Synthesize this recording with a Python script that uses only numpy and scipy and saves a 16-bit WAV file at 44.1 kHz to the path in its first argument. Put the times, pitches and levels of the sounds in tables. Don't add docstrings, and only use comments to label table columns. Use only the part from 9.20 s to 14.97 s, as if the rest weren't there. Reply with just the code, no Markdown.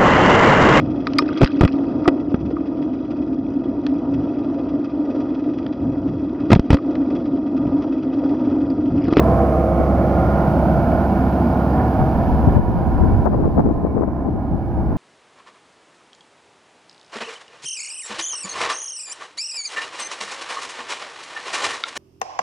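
import sys
import numpy as np
from scipy import signal
from scipy.fft import rfft, irfft
from scipy.io import wavfile
from scipy.ndimage import uniform_filter1d

SR = 44100
rng = np.random.default_rng(int(sys.argv[2]) if len(sys.argv) > 2 else 0)


def waveform_to_disk(signal):
    frames = np.transpose(np.atleast_2d(signal))
    scaled = np.clip(frames, -1, 1) * 32767
    samples = np.round(scaled).astype(np.int16)
    wavfile.write(sys.argv[1], SR, samples)


def invert_db(x):
    u = np.asarray(x, float) / 20
    return 10 ** u


N = 254456

# time in seconds, cycles per second (four firings a cycle).
CYCLES_PER_S = [(0, 16.76), (.35, 16.89), (.65, 17.02), (1.0, 17.08), (1.4, 17.1), (3.0, 17.11),
                (5.77, 17.12)]
FIRST_FIRING_CYCLES = .07
CYLINDER_DB = [-6.5, -7.5, -6.5, -3.5]
FIRING_DB, FIRING_FACING_DB, FIRING_SHADED_SHARE, HUNT_DB = -23.5, 3.5, .4, .4
FAN_DB, FAN_FACING_DB, FAN_SHADED_SHARE = -35, 7.5, .25
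GRILLE_FACES_S, GRILLE_SPAN_S = .4, 1.1

# frequency in Hz, level in dB per Hz.
ROAR_SPECTRUM = [(15, -47.5), (30, -25.5), (60, -8.5), (110, -3.5), (200, 0), (330, -6.5), (400, -12.5),
                 (560, -12.5), (680, -14), (790, -9), (900, -18), (1100, -25.5), (1500, -30.5),
                 (1950, -38.5)]
# frequency in Hz, level in dB per Hz.
HISS_SPECTRUM = [(1700, -20), (2250, -3.5), (2600, -7), (3200, -9.5), (3600, -14), (4700, -14),
                 (6000, -20.5), (7000, -24), (7600, -35.5), (8000, -34), (8700, -26.5), (10500, -20),
                 (14200, -19.5), (15700, -21.5)]
# frequency in Hz, level in dB.
CLATTER_SPECTRUM = [(30, -24), (100, -8), (200, -15.5), (330, -13.5), (400, -34), (560, -23), (680, -15.5),
                    (800, -24.5), (1050, -23.5), (1450, -38.5), (1750, -29.5), (2300, -49.5), (3000, -59.5)]
ROAR_DB, HISS_DB, CLATTER_DB = -18, -50, -22.5
STRONG_ORDERS = [6, 8, 9, 10, 12, 20, 30, 31, 37, 38, 39, 40, 44, 46, 48, 51, 56, 57, 58, 60, 62, 68, 72,
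                 73, 80, 83, 85, 90, 95, 99, 131, 133]
STRONG_DB = [-0.5, 6, 0.5, 3, 8, -7.5, -1, 3, 9.5, 1.5, 5, 7, 13.5, 9.5, 1.5, 8.5, 5.5, 7, 4.5, 7, 5.5, 2,
             6.5, 8.5, 8.5, 13, 11.5, 4, 5, 3.5, 7.5, 4]

# time in seconds, treble shade in dB.
SHADE = [(0, 0), (.5, -3), (1.2, 0), (2.8, -1.1), (3.4, -3), (4.1, -6.5), (4.6, -13), (4.88, -15),
         (5.1, -15), (5.3, -14.5), (5.77, -10.5)]
# frequency in Hz, share of the lift.
BEND_SHARE = [(100, 0.73), (300, 0.87), (700, 0.41), (1500, 0.22), (3000, 0.01)]
BASS_BENDS_SHARE, BASS_LIFT_DB = 0.61, -0.37
# time faced in seconds, span in seconds,
# pitch then in Hz, glide in Hz per second, level in dB.
WIDE_OPENINGS = [(0.37, 1.13, 493, 55, 8.5), (0.24, 0.63, 1225, 70, 6), (1.64, 1.4, 1410, 20, 6.5),
                 (3.3, 0.37, 730, 5, 2.5), (5.4, 0.41, 890, 5, 3.5), (5.5, .45, 1600, 5, 2),
                 (0.54, 0.75, 2160, 5, 4.5), (0.93, 0.71, 1600, 190, -4), (0.74, 1, 970, 150, -5.5),
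                 (3.84, 0.28, 1480, 5, 5.5), (4.6, .3, 1500, 5, -2.5), (1.3, 0.22, 140, 10, 0.5),
                 (2.0, 0.53, 245, 67, 4.5), (3.17, 0.24, 254, 5, 6), (1.69, 0.38, 665, 76, 4),
                 (1.35, 0.24, 950, 90, 4), (.5, .6, 6000, 5, 4), (4.9, 0.44, 4000, 5, 2.5),
                 (5.2, 0.28, 290, 5, 4), (4.7, 0.28, 3200, 5, -5), (.3, .4, 10000, 5, 3),
                 (4.9, .2, 4200, 5, -5.5), (4.95, .25, 9500, 5, -3.5), (0.43, .25, 150, 5, -9)]
# time faced in seconds, span in seconds,
# pitch then in Hz, glide in Hz per second, level in dB.
NARROW_OPENINGS = [(0.26, 0.59, 654, -9, 12.5), (3.34, 0.74, 934, 39, 12), (0.41, 0.48, 773, 3.5, 7),
                   (1.7, .5, 2100, 18, -0.5), (4, 1, 1200, 4.5, -5), (4.3, 0.88, 1047, 5, 7),
                   (3.1, 1.8, 1950, 3.5, -7.5), (0.2, 0.74, 1060, 6, 10.5), (0.56, 0.83, 520, 74.5, 6.5),
                   (1.9, 0.38, 610, 21, 1), (3.6, .35, 2100, 3, 3), (2.3, 0.83, 490, 4.5, 0.5),
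                   (2.8, .5, 4850, 4, 1), (2.3, 0.46, 1600, 4, -3.5)]
WIDE_WIDTH, NARROW_WIDTH = 0.11, 0.035
PATH_FRAME_SAMPLES = 1024

# frequency in Hz, left minus right in dB.
BALANCE_DB = [(60, -1), (300, -1.5), (740, -2.5), (1130, -5), (1500, -7), (2000, 4), (2800, -3), (3500, 1),
              (5000, 4), (7000, 2), (8000, 1), (10000, 5), (14000, 5), (15700, 1)]
# frequency in Hz, correlation from 0 to 1.
LIKENESS = [(60, 0.96), (300, 1), (900, 1), (1500, 0.97), (2600, 0.51), (6000, 0.52), (12000, 0.38)]
# frequency in Hz, lead of the left in radians.
LEAD_RAD = [(50, 0), (700, .15), (1290, .3), (1640, 1.5), (1890, 2.0), (2150, -.5), (2760, .3)]

# frequency in Hz, left level in dB, right level in dB.
WHINES = [
    (4791, -84, -84),
    (15735, -95, -77),
]
# frequency in Hz, width in Hz, level in dB, share of the shade.
WHISTLES = [(2245, 14, -60.5, 0.83), (2417, 30, -68.5, .9), (4840, 60, -74, .95), (14280, 130, -82, .95)]

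# time in seconds, level in dB, bite from 0 to 3.
BREEZE = [(0, -34.5, 0.66), (1.5, -30, 0.44), (2.4, -37.5, 0.55), (2.9, -27.5, .5), (3.3, -17.5, 0.39),
          (3.6, -21.5, 0.83), (3.9, -21, 0.67), (4.4, -20.5, 1.1), (4.8, -22.5, 1.2), (5.1, -30.5, 1.05),
          (5.77, -20.5, 0.087)]
# time in seconds, length in seconds, level in dB, bite from 0 to 3 (more acts
GUSTS_LEFT = [(0.605, 0.012, -11, 1.34), (2.82, 0.039, -13.5, 0.67), (3.03, 0.12, -29, 1.3),
              (3.135, 0.023, -14, .05), (3.284, 0.016, -6, 0.98), (3.375, 0.047, -7.5, 1.17),
              (3.58, 0.04, -20, .98), (3.75, 0.018, -13, .3), (3.828, 0.031, -7.5, 0.81),
              (3.87, 0.15, -13.5, 1.03), (4.068, 0.027, -11, 3.5), (4.122, 0.02, -14, 1.5),
              (4.143, 0.024, -12.5, 2.4), (4.2, 0.066, -15.5, 1.48), (4.25, 0.035, -19.5, 3.1),
              (4.278, 0.0092, -18, 1.5), (4.369, 0.012, -15, 1.5), (4.39, 0.037, -11, 2.7),
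              (4.458, 0.028, -14, 2), (4.503, 0.033, -13, 1.76), (4.646, 0.027, -17, 1.7),
              (4.669, 0.017, -15, 1.8), (4.755, 0.015, -15, 1.54), (4.774, 0.02, -12, 1.87),
              (4.797, 0.015, -15, 1.47), (4.829, 0.031, -14.5, 2.5), (4.883, 0.011, -10.5, 1.53),
              (5.074, 0.043, -19, 2.04), (5.155, 0.062, -19, 1.05), (5.35, 0.052, -19, 1.05),
              (5.595, 0.038, -14, 0.77), (5.715, 0.023, -24, 1.8)]
# time in seconds, length in seconds, level in dB, bite from 0 to 3.
GUSTS_RIGHT = [(0.976, 0.08, -27, 0.91), (1.575, 0.025, -23, .3), (1.753, 0.1, -27, 0.36),
               (3.488, 0.021, -19, 1.1), (3.682, 0.021, -15, 0.88), (3.882, 0.096, -19, 0.91),
               (3.954, 0.037, -10, .3), (4.003, 0.03, -13.5, 0.055), (4.22, 0.018, -19.5, 0.93),
               (4.255, 0.035, -15.5, .6), (4.393, 0.027, -5.5, 1.2), (4.47, 0.038, -15.5, 1.07),
               (5.311, 0.034, -27, 0.78), (5.474, 0.021, -24, 0.83)]
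GUST_EDGE = 3.6
# bite from 0 to 3, rumble in dB, flutter in dB, crackle in dB.
EDDY_MIX = [
    (0, 1, -27, -37),
    (1, -1.5, -6, -23),
    (2, -21.5, 2, -8.5),
    (3, -10.5, -3.5, -1.5),
]
# time in seconds, push as share of full scale (+ inward), width in ms.
KNOCKS_LEFT = [(3.275, 0.86, 2.9), (3.362, 0.53, 3.1), (3.366, -0.48, 5.2), (3.3799, -0.57, 1.1),
               (3.3914, -0.067, 2.2), (3.517, -0.37, 2.5), (3.5692, 0.32, 3.2), (3.5791, 0.36, 1.9),
               (3.629, -0.26, 1.6), (3.8298, 0.55, 2.4), (4.0547, -0.3, 1.3), (4.0577, 0.57, 0.93),
               (4.0677, 0.55, 0.72), (4.076, 0.69, 0.9), (4.0869, 0.25, 1.5), (4.1015, 0.37, 2),
               (4.1333, 0.27, 0.83), (4.1414, 0.46, 1.1), (4.1484, 0.52, 1.2), (4.1843, 0.33, 1.2),
               (4.2235, -0.32, 1.2), (4.258, -0.74, 1.24), (4.273, 0.47, 1.8), (4.2785, -0.61, 1.34),
               (4.38, -0.61, 0.94), (4.386, 0.66, 1.9), (4.39, 0.69, 1.7), (4.395, -0.56, 1.2),
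               (4.4015, 0.42, .9), (4.4576, 0.65, 2.1), (4.4732, -0.65, 1.9), (4.501, -0.42, 1),
               (4.5124, 0.73, 2), (4.6448, -0.48, 2.4), (4.6507, 0.78, 1.28), (4.67, 0.42, 1.6),
               (4.768, 0.57, 1.07), (4.7724, 0.52, 1.3), (4.8107, 0.78, 1.5), (4.8252, 0.17, 1.5),
               (4.8338, -0.71, 0.95), (5.0617, 0.36, 2.4), (5.0672, 0.13, 1.6), (5.0889, 0.52, 1.8),
               (5.156, 0.3, 1.8), (5.3467, 0.47, 2.3), (5.358, 0.24, 3.4), (5.3812, 0.13, 2),
               (5.5873, -0.31, 2.6), (5.5975, -0.3, 4.6)]
# time in seconds, push as share of full scale (+ inward), width in ms.
KNOCKS_RIGHT = [(3.275, 0.54, 3), (3.353, -0.12, 1.5), (3.3659, -0.26, 3.4), (3.4916, -0.3, 1.9),
                (3.6822, -0.43, 2.7), (3.8075, 0.46, 2.2), (3.952, 0.46, 3.8), (4.222, 0.19, 2.4),
                (4.228, 0.55, 2.5), (4.256, -0.57, 2.6), (4.3875, -0.53, 3), (4.398, 0.57, 1.5),
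                (4.555, 0.27, 2.3), (4.6211, 0.15, 2.3), (4.7711, -0.3, 2), (4.9337, 0.23, 3.2),
                (5.323, -0.33, 3.5), (5.4906, -0.082, 4.4)]
LULL_SHARE = [
    [.6],
    [.85],
    [0.2],
]
LULL_S = 0.0052
# time in seconds, tick in dB, push as share of full scale, port (0 left, 1 right), edge (0
OVERLOADS = [(3.279, -34, -.7, 0, 0), (3.371, -22, .8, 0, 1.3), (3.395, -40, .5, 0, 0),
             (3.4404, -49, .05, 1, .3), (3.6683, -41, .05, 1, .5), (4.0578, -33, .25, 0, .7),
             (4.1326, -49, .05, 1, .3), (4.3856, -52, .02, 0, .3), (4.4006, -38, -.3, 1, .7),
             (4.4246, -52, .02, 0, .3), (4.5373, -45, .05, 0, .5), (4.5372, -50, .02, 1, .5),
             (5.3495, -52, .02, 1, .3)]
SLAP_HZ, SLAP_S = 162, 0.0038
# time in seconds, drop in dB.
DUCKS = [
    (3.378, 5.5),
    (4.064, 4.5),
    (4.41, 1.5),
]
DUCK_ATTACK_S, DUCK_RECOVER_S = .012, 0.28


def rms_one(x):
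    return x / np.sqrt(np.mean(x ** 2) + 1e-20)


def in_time(rows, t=None):
    s, *columns = np.transpose(rows)
    at = np.arange(N) / SR if t is None else t
    return [np.interp(at, s, column) for column in columns]


def at_hz(points, hz):
    point_hz, value = np.transpose(points)
    return np.interp(np.log(hz + 1), np.log(point_hz + 1), value)


def coloured(x, spectrum):
    hz = np.arange(N // 2 + 1) * SR / N
    below, above = (spectrum[0][0] / 2, -90), (spectrum[-1][0] * 1.3, -110)
    closed = [below] + list(spectrum) + [above]
    return rms_one(irfft(rfft(x) * invert_db(at_hz(closed, hz)), N))


def drift(rate_hz, count):
    knots = rng.standard_normal((count, 400))
    place = np.arange(N) / SR * rate_hz
    return np.array([np.interp(place, np.arange(400), k) for k in knots]) * 1.22


def band(x, low_hz, high_hz):
    return signal.sosfilt(signal.butter(2, [low_hz, high_hz], "band", fs=SR, output="sos"), x)


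def facing(t, at_s, span_s):
    return np.exp(-((t - at_s) / span_s) ** 2)


def ducking(t):
    gain_db = 0
    for s, drop_db in DUCKS:
        attack = np.clip((t - s) / DUCK_ATTACK_S + .5, 0, 1)
        gain_db = gain_db - drop_db * attack * np.exp(-np.maximum(t - s, 0) / DUCK_RECOVER_S)
    return gain_db


def to_ports(shared, apart):
    overlap = PATH_FRAME_SAMPLES * 3 // 4
    hz, t, (mid, side) = signal.stft(np.array([shared, apart]), SR, nperseg=PATH_FRAME_SAMPLES, noverlap=overlap)
    shade_db = in_time(SHADE, t)[0]
    bend_db = at_hz(BEND_SHARE, hz)[:, None] * (BASS_LIFT_DB - BASS_BENDS_SHARE * shade_db)
    path_db = ducking(t) + shade_db + bend_db
    for openings, width in ((WIDE_OPENINGS, WIDE_WIDTH), (NARROW_OPENINGS, NARROW_WIDTH)):
        for s, span_s, pitch_hz, glide, db in openings:
            centre_hz = np.maximum(pitch_hz + glide * (t - s), 1)
            off = np.log((hz[:, None] + 1) / centre_hz) / width
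            path_db = path_db + db * facing(t, s, span_s) * np.exp(-off ** 2)
    alike = np.clip(at_hz(LIKENESS, hz), 0, 1)[:, None]
    common, own = np.sqrt((1 + alike) / 2) * mid, np.sqrt((1 - alike) / 2) * side
    port = (invert_db(at_hz(BALANCE_DB, hz) / 2) * np.exp(.5j * at_hz(LEAD_RAD, hz)))[:, None]
    pair = np.array([(common + own) * port, (common - own) / port]) * invert_db(path_db)
    return signal.istft(pair, SR, nperseg=PATH_FRAME_SAMPLES, noverlap=overlap)[1][:, :N]


def firing_and_fan_tones(cycle):
    shade_db = in_time(SHADE)[0]
    t = np.arange(N) / SR
    faces = facing(t, GRILLE_FACES_S, GRILLE_SPAN_S)
    firing_db = FIRING_DB + FIRING_FACING_DB * faces + FIRING_SHADED_SHARE * shade_db
    firing_db = firing_db + ducking(t) + HUNT_DB * drift(9.1, count=1)[0]
    fan_db = FAN_DB + FAN_FACING_DB * faces + FAN_SHADED_SHARE * shade_db
    firing = np.sqrt(2) * invert_db(firing_db) * np.sin(2 * np.pi * 4 * cycle)
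    fan = np.sqrt(2) * invert_db(fan_db) * np.sin(2 * np.pi * 20 * cycle)
    return (firing + fan) * invert_db([[-.6], [.6]])


def clatter(cycle, change):
    size, orders, strong = 2 ** 16, np.arange(1, 180), np.array(STRONG_ORDERS)
    steady_hz = CYCLES_PER_S[-1][1]
    level_db = at_hz(CLATTER_SPECTRUM, orders * steady_hz) + 1.3 * rng.standard_normal(len(orders))
    level_db[strong - 1] = at_hz(CLATTER_SPECTRUM, strong * steady_hz) + STRONG_DB
    level_db[3] = -60
    turns = rng.random((5, len(orders)))
    lines = invert_db(level_db) * np.exp(2j * np.pi * turns)
    patterns = irfft(np.pad(lines, ((0, 0), (1, 0))), size)
    played = patterns[:, (cycle % 1 * size).astype(int)]
    variants = np.sum(drift(5.0, count=4) * played[1:], axis=0)
    return rms_one(played[0] + change * variants)


def puffs(cycle, depth, sharp):
    firing = 4 * cycle
    strength = invert_db(np.array(CYLINDER_DB))[firing.astype(int) % 4]
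    return 1 + depth * strength * np.exp(-sharp * (firing % 1))


def gated_noise(gate, spectrum, db):
    return [invert_db(db) * coloured(white * gate, spectrum) for white in rng.standard_normal((2, N))]


def engine():
    cycle = np.cumsum(in_time(CYCLES_PER_S)[0]) / SR + FIRST_FIRING_CYCLES
    tones = firing_and_fan_tones(cycle)
    knocking = invert_db(CLATTER_DB) * clatter(cycle, change=0.6)
    roar = gated_noise(puffs(cycle, depth=0.18, sharp=5.6), ROAR_SPECTRUM, ROAR_DB)
    hiss = gated_noise(puffs(cycle, depth=0.96, sharp=4.1), HISS_SPECTRUM, HISS_DB)
    return to_ports(roar[0] + hiss[0] + knocking, roar[1] + hiss[1]) + tones


def whines():
    t, shade_db = np.arange(N) / SR, in_time(SHADE)[0]
    out = np.zeros((2, N))
    for hz, left_db, right_db in WHINES:
        out += np.sqrt(2) * invert_db([[left_db], [right_db]]) * np.sin(2 * np.pi * hz * t) * invert_db(shade_db)
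    swells = invert_db(2.0 * drift(3.6, count=len(WHISTLES)))
    for (hz, width_hz, db, shaded_share), swell in zip(WHISTLES, swells):
        narrow = rms_one(band(rng.standard_normal(N), hz - width_hz / 2, hz + width_hz / 2))
        out += invert_db(db + shaded_share * shade_db) * swell * narrow * invert_db([[1.5], [-1.5]])
    return out * invert_db(ducking(t))


def eddies(low_hz, high_hz, per_s, even_s):
    struck = rng.random(N) < per_s / SR
    kicks = struck * np.clip(0.53 + rng.standard_normal(N), -1.4, 1.6)
    kicks = kicks + 0.027 * rng.standard_normal(N)
    x = band(band(kicks, low_hz, high_hz), low_hz / 2, high_hz * 1.02)
    x = signal.sosfilt(signal.butter(6, 2000, fs=SR, output="sos"), x)
    return x / np.sqrt(uniform_filter1d(x ** 2, int(even_s * SR)) + 1e-12)


def eddy_levels(db, bite):
    return db + np.array(in_time(EDDY_MIX, bite))


def wind(gusts):
    t = np.arange(N) / SR
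    power = invert_db(2 * eddy_levels(*in_time(BREEZE))) * invert_db(2.0 * drift(30.0, count=1))
    spread = np.array([[.6], [.5], [.42]])
    for s, length_s, db, bite in gusts:
        near = slice(int((s - .2) * SR), int((s + .2) * SR))
        swell = np.exp(-np.abs((t[near] - s) / (spread * length_s)) ** GUST_EDGE)
        power[:, near] += invert_db(2 * eddy_levels(db, bite))[:, None] * swell
    rumble = eddies(28, 122.4, per_s=730, even_s=0.023)
    flutter = eddies(120, 423, per_s=420, even_s=0.015)
    crackle = eddies(280, 1022, per_s=480, even_s=0.011)
    return np.sqrt(power) * [rumble, flutter, crackle]


def knocked(layers, knocks):
    out, pushes = layers.copy(), np.zeros(N)
    for s, push, width_ms in knocks:
        near = np.arange(int((s - .02) * SR), int((s + .02) * SR))
        u = (near / SR - s) * 2000 / width_ms
        out[:, near] *= 1 - np.clip(LULL_SHARE, 0, 1) * facing(near / SR, s, LULL_S)
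        pushes[near] += push * (1 - u ** 2) * np.exp(-u ** 2 / 2)
    return out.sum(axis=0) + pushes


def overloads():
    dull, bright, slaps = np.zeros((3, 2, N))
    t = np.arange(N) / SR
    for s, db, push, port, edge in OVERLOADS:
        dull[port, round(s * SR)] = invert_db(db + 12)
        bright[port, round(s * SR)] = invert_db(db + 10) * edge
        slaps[port] += push * facing(t, s, SLAP_S) * np.cos(2 * np.pi * SLAP_HZ * (t - s))
    return band(dull, 2500, 8000) + band(bright, 9500, 15500) + slaps


def scene():
    machine = engine() + whines()
    left = knocked(wind(GUSTS_LEFT), KNOCKS_LEFT)
    right = knocked(wind(GUSTS_RIGHT), KNOCKS_RIGHT)
    return machine + np.array([left, right]) + overloads()


def roll_off(x):
    return signal.sosfilt(signal.butter(12, 15800, fs=SR, output="sos"), x)


def record(dry):
    rounded = dry / (1 + dry ** 12) ** (1 / 12)
    return roll_off(rounded)


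dry = scene()
out = record(dry)
waveform_to_disk(out)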